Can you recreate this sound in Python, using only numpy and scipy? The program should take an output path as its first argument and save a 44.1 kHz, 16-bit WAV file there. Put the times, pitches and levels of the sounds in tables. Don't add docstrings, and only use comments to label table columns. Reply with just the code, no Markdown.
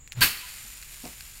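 import sys
import numpy as np
from scipy import signal
from scipy.fft import rfft, irfft
from scipy.io import wavfile
from scipy.ndimage import uniform_filter1d

SR = 44100
rng = np.random.default_rng(int(sys.argv[2]) if len(sys.argv) > 2 else 0)


def store_pcm(level_fs):
    pcm = np.round(np.clip(level_fs, -1, 1) * 32767).astype(np.int16)
    wavfile.write(sys.argv[1], SR, np.atleast_2d(pcm).T)


N = 61739
T = np.arange(N) / SR

# start_s [s], crack_db [dB], splash_db [dB], ring_db [dB], decay_s [s]
BLOW_STAGES = [(0.2075, -22.5, -19.5, -52, 0.0091), (0.2145, -15.5, -20, -5.5, 0.024),
               (0.2181, -14.5, -31, -16, 0.012), (0.225, -17.5, -16, -28, 0.035)]


def amp(db):
    return 10 ** (np.asarray(db) / 20)


def unit(x):
    return x / np.sqrt(np.mean(x ** 2) + 1e-20)


def read(points, hz):
    f, value = np.transpose(points)
    return np.interp(np.log(hz + 1), np.log(f + 1), value)


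def follow(points):
    return np.interp(T, *np.transpose(points))


def colour(x, points):
    gain = amp(read(points, np.fft.rfftfreq(N, 1 / SR)))
    return unit(irfft(rfft(x) * gain, N))


def noise(points):
    return colour(rng.standard_normal(N), points)


def sine(hz):
    return np.sin(2 * np.pi * np.cumsum(hz) / SR)


def struck(start, attack, decay):
    age = np.maximum(T - start, 0)
    return (1 - np.exp(-age / attack)) * np.exp(-age / decay)


def wobble(size):
    once = uniform_filter1d(rng.standard_normal(N), size)
    return unit(uniform_filter1d(once, size))


def yard(x):
    # pitch_hz [Hz], t60_s [s]
    fade_times = [(100, 0.16), (500, 0.72), (1200, 1), (2400, 1), (4500, 0.93), (8000, 0.32), (15000, 0.62)]
    delay_s, echoes_per_s = .022, 4000
    taps = rng.standard_normal(SR) * (rng.random(SR) < echoes_per_s / SR)
    hz, t, bands = signal.stft(taps, SR, nperseg=256)
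    fading = amp(-60 * t / read(fade_times, hz)[:, None])
    tail = signal.istft(bands * fading, SR, nperseg=256)[1]
    tail = tail * np.clip(np.arange(len(tail)) / SR / delay_s - 1, 0, 1)
    return signal.fftconvolve(x, tail / np.linalg.norm(tail))[:N]


def cricket():
    # time_s [s], level_db [dB]
    trill_level = [(0, -49), (.2, -49.5), (.5, -46), (.7, -40.5), (.8, -47), (1.4, -47.5)]
    # pitch_hz [Hz], relative level_db [dB]
    chorus_spectrum = [(5500, -45), (6550, -17), (6850, 0.5), (7700, -8), (8200, -12), (8900, -37)]
    strokes_per_s, lag_s, limp = 53.4, .003, .09
    stroke_s, middle_hz, fall_hz, spread_db = 0.0081, 7133, 706, 1.2
    beat = (T - lag_s) * strokes_per_s + .07 * wobble(900)
    beat = np.maximum(beat + limp * np.cos(np.pi * beat), 0)
    along = np.minimum(beat % 1 / strokes_per_s / stroke_s, 1)
    hz = middle_hz + fall_hz * (.5 - along) + 45 * wobble(30)
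    strength = amp(spread_db * rng.standard_normal(N))[beat.astype(int)]
    chirps = strength * np.sin(np.pi * along ** 1.02) * sine(hz)
    near = chirps * amp(follow(trill_level))
    return near + amp(-11) * yard(near) + amp(-57) * noise(chorus_spectrum)


def outdoor_air():
    # pitch_hz [Hz], relative level_db [dB]
    air_spectrum = [(15, -2), (40, 4), (65, 1.5), (95, -11), (135, -7.5), (200, -19), (400, -24.5),
                    (1000, -29.5), (2300, -26.5), (5000, -34.5), (9500, -43), (15000, -35)]
    return amp(-52) * noise(air_spectrum)


def ticks():
    # start_s [s], knock_db [dB], snap_db [dB]
    clicks = [(.076, -34.5, -34.5), (0.1213, -24.5, -26.5), (.1274, -47, -35), (.1302, -50, -51)]
    # pitch_hz [Hz], relative level_db [dB], t60_s [s] (time to fall 60 dB)
    knock_tones = [(1770, -7.5, 0.0047), (2650, 1, 0.0044), (4250, -6.5, 0.0077), (7070, -4.5, 0.0031)]
    # pitch_hz [Hz], relative level_db [dB]
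    snap_spectrum = [(200, -31), (900, -11), (2000, 2.5), (4200, -3), (6000, -1), (9000, -4), (13000, -8),
                     (16000, -13)]
    low_cut_hz, snap_decay_s = 590, 0.00037
    dry, snap = np.zeros(N), noise(snap_spectrum)
    for start, knock_db, snap_db in clicks:
        age = np.maximum(T - start, 0)
        for k, (hz, db, t60) in enumerate(knock_tones):
            sign = (-1) ** k
            dry += sign * amp(knock_db + db - 60 * age / t60) * np.sin(2 * np.pi * hz * age)
        shape = struck(start, .0001, snap_decay_s) + amp(-18) * struck(start, 0.0009, 0.0095)
        dry += amp(snap_db) * snap * shape
    dry = signal.sosfilt(signal.butter(2, low_cut_hz, "high", fs=SR, output="sos"), dry)
    return dry + amp(-14) * yard(dry)


def swing():
    # pitch_hz [Hz], relative level_db [dB]
    puff_spectrum = [(30, 7), (70, 15), (140, 11), (300, -3.5), (600, -7.5), (2200, -6), (4000, -11),
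                     (7000, -22), (12000, -17), (16000, -23)]
    middle_s, half_s = 0.193, 0.022
    middle_hz, glide_hz_per_s = 129.35, 250
    puff_s, puff_width_s = 0.195, 0.031
    age = T - middle_s
    hz = middle_hz + glide_hz_per_s * np.clip(age, -.06, .03) + 7 * wobble(200)
    eddies = sine(hz) / (1 + (age / half_s) ** 4)
    puff = np.exp(-((T - puff_s) / puff_width_s) ** 2) * noise(puff_spectrum)
    return amp(-27.5) * eddies + amp(-37.5) * puff


def smack():
    # pitch_hz [Hz], relative level_db [dB]
    crack_spectrum, splash_spectrum = [(60, -2.5), (250, -8.5), (500, -15), (850, -11.5), (1100, -7.5),
                                       (1700, -2.5), (2900, 1), (3500, -7), (4600, 1.5), (5600, -38),
                                       (9000, -10), (16000, -15.5)], [(200, -31), (2000, -4.5), (5000, -4), (7500, -2.5),
                                                      (9300, -3.5), (10200, -6), (12500, 1.5),
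                                                      (14500, -1.5), (16000, -5)]
    # pitch_hz [Hz], relative level_db [dB], t60_s [s] (time to fall 60 dB)
    ring_tones = [(1008, -9, 0.083), (1584.5, 1.5, 0.087), (1688, -5.5, 0.078), (2632, -21.5, 0.47),
                  (3623, -13.5, 0.18), (4089, -15, 0.15), (4557, -1.5, 0.084), (5300, -16, 0.27)]
    attack_s, grain_db = 0.0016, 1.5
    crack_power, splash_power, ring = np.zeros((3, N))
    for start, crack_db, splash_db, ring_db, decay in BLOW_STAGES:
        shape, age = struck(start, attack_s, decay), np.maximum(T - start, 0)
        crack_power += (amp(crack_db) * shape) ** 2
        splash_power += (amp(splash_db) * shape) ** 2
        rise = 1 - np.exp(-age / attack_s)
        for hz, db, t60 in ring_tones:
            ring += amp(ring_db + db - 60 * age / t60) * np.sin(2 * np.pi * hz * T) * rise
    burst = np.sqrt(crack_power) * noise(crack_spectrum)
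    burst += np.sqrt(splash_power) * noise(splash_spectrum)
    burst *= unit(amp(grain_db * wobble(30)))
    return burst + amp(-9) * ring + amp(-17) * yard(burst + amp(-21) * ring)


def spray():
    # time_s [s], level_db [dB]
    spray_level = [(.22, -50), (.27, -37.5), (.42, -43.5), (.65, -44.5), (.78, -47), (.9, -46), (1.07, -44),
                   (1.25, -47.5), (1.4, -46.5)]
    # pitch_hz [Hz], relative level_db [dB]
    spray_spectrum, drop_spectrum = [(100, -11), (400, -18), (800, -10), (1400, -3.5), (2400, 3),
                                     (3400, -1.5), (4400, 0), (6000, -2), (9200, 1.5), (10300, -1),
                                     (11800, 0.5), (14000, -1.5), (16000, -9.5)], [(200, -23), (900, -18), (1700, 3.5), (2500, 3),
                                                    (3300, -6), (4400, 1.5), (6000, -2), (9000, -6),
                                                    (16000, -14)]
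    # start_s [s], level_db [dB]
    large_drops = [(.778, -38), (0.8257, -34.5), (0.832, -37.5), (.944, -39), (1.053, -33), (1.073, -36),
                   (1.132, -41), (1.2069, -31.5)]
    drops_per_s, size_spread_db, flicker_db = 4000, 3.5, .8
    drop_share = 0.46
    drop_attack_s, drop_decay_s = 0.00036, 0.0022
    sizes_db = size_spread_db * np.minimum(rng.exponential(1, N), 4.5)
    sizes = amp(sizes_db) * rng.choice([-1, 1], N)
    droplets = unit(sizes * (rng.random(N) < drops_per_s / SR))
    mix = np.sqrt(drop_share) * droplets + np.sqrt(1 - drop_share) * rng.standard_normal(N)
    level = amp(follow(spray_level) + flicker_db * wobble(700))
    after_contact = T > BLOW_STAGES[0][0]
    fine = colour(mix, spray_spectrum) * level * after_contact
    landings = sum(amp(db) * struck(s, drop_attack_s, drop_decay_s) for s, db in large_drops)
    return fine + noise(drop_spectrum) * landings


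def clink():
    start_s, hz, attack_s, decay_s = 0.424, 1000, 0.0074, 0.036
    return amp(-45.5) * struck(start_s, attack_s, decay_s) * np.sin(2 * np.pi * hz * T)


def thud():
    # start_s [s], level_db [dB], pitch_hz [Hz], decay_s [s]
    knocks = [(.645, -52, 218, 0.018), (1.0372, -35.5, 241.5, 0.019), (1.053, -39, 149, 0.014),
              (1.054, -37.5, 728, 0.014), (1.0645, -47, 485, 0.012), (1.079, -48.5, 202, 0.025)]
    # pitch_hz [Hz], relative level_db [dB]
    scuff_spectrum = [(60, -10), (250, 1), (450, -4), (800, -3), (1200, -14.5), (3000, -39), (12000, -50)]
    scuff, dry = amp(-8) * noise(scuff_spectrum), np.zeros(N)
    for start, db, hz, decay in knocks:
        tone = np.sin(2 * np.pi * hz * (T - start))
        dry += amp(db) * struck(start, 0.0012, decay) * (tone + scuff)
    return dry + amp(-19.5) * yard(dry)


def scene():
    background = cricket() + outdoor_air()
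    events = ticks() + swing() + smack() + spray() + clink() + thud()
    return (background + events)[None]


def record(dry):
    ceiling, edge_hz = .52, 15850
    rounded = ceiling * np.tanh(dry / ceiling)
    low_pass = signal.firwin(511, edge_hz, window=("kaiser", 9), fs=SR)
    return signal.oaconvolve(rounded, low_pass[None], "same")


dry = scene()
out = record(dry)
store_pcm(out)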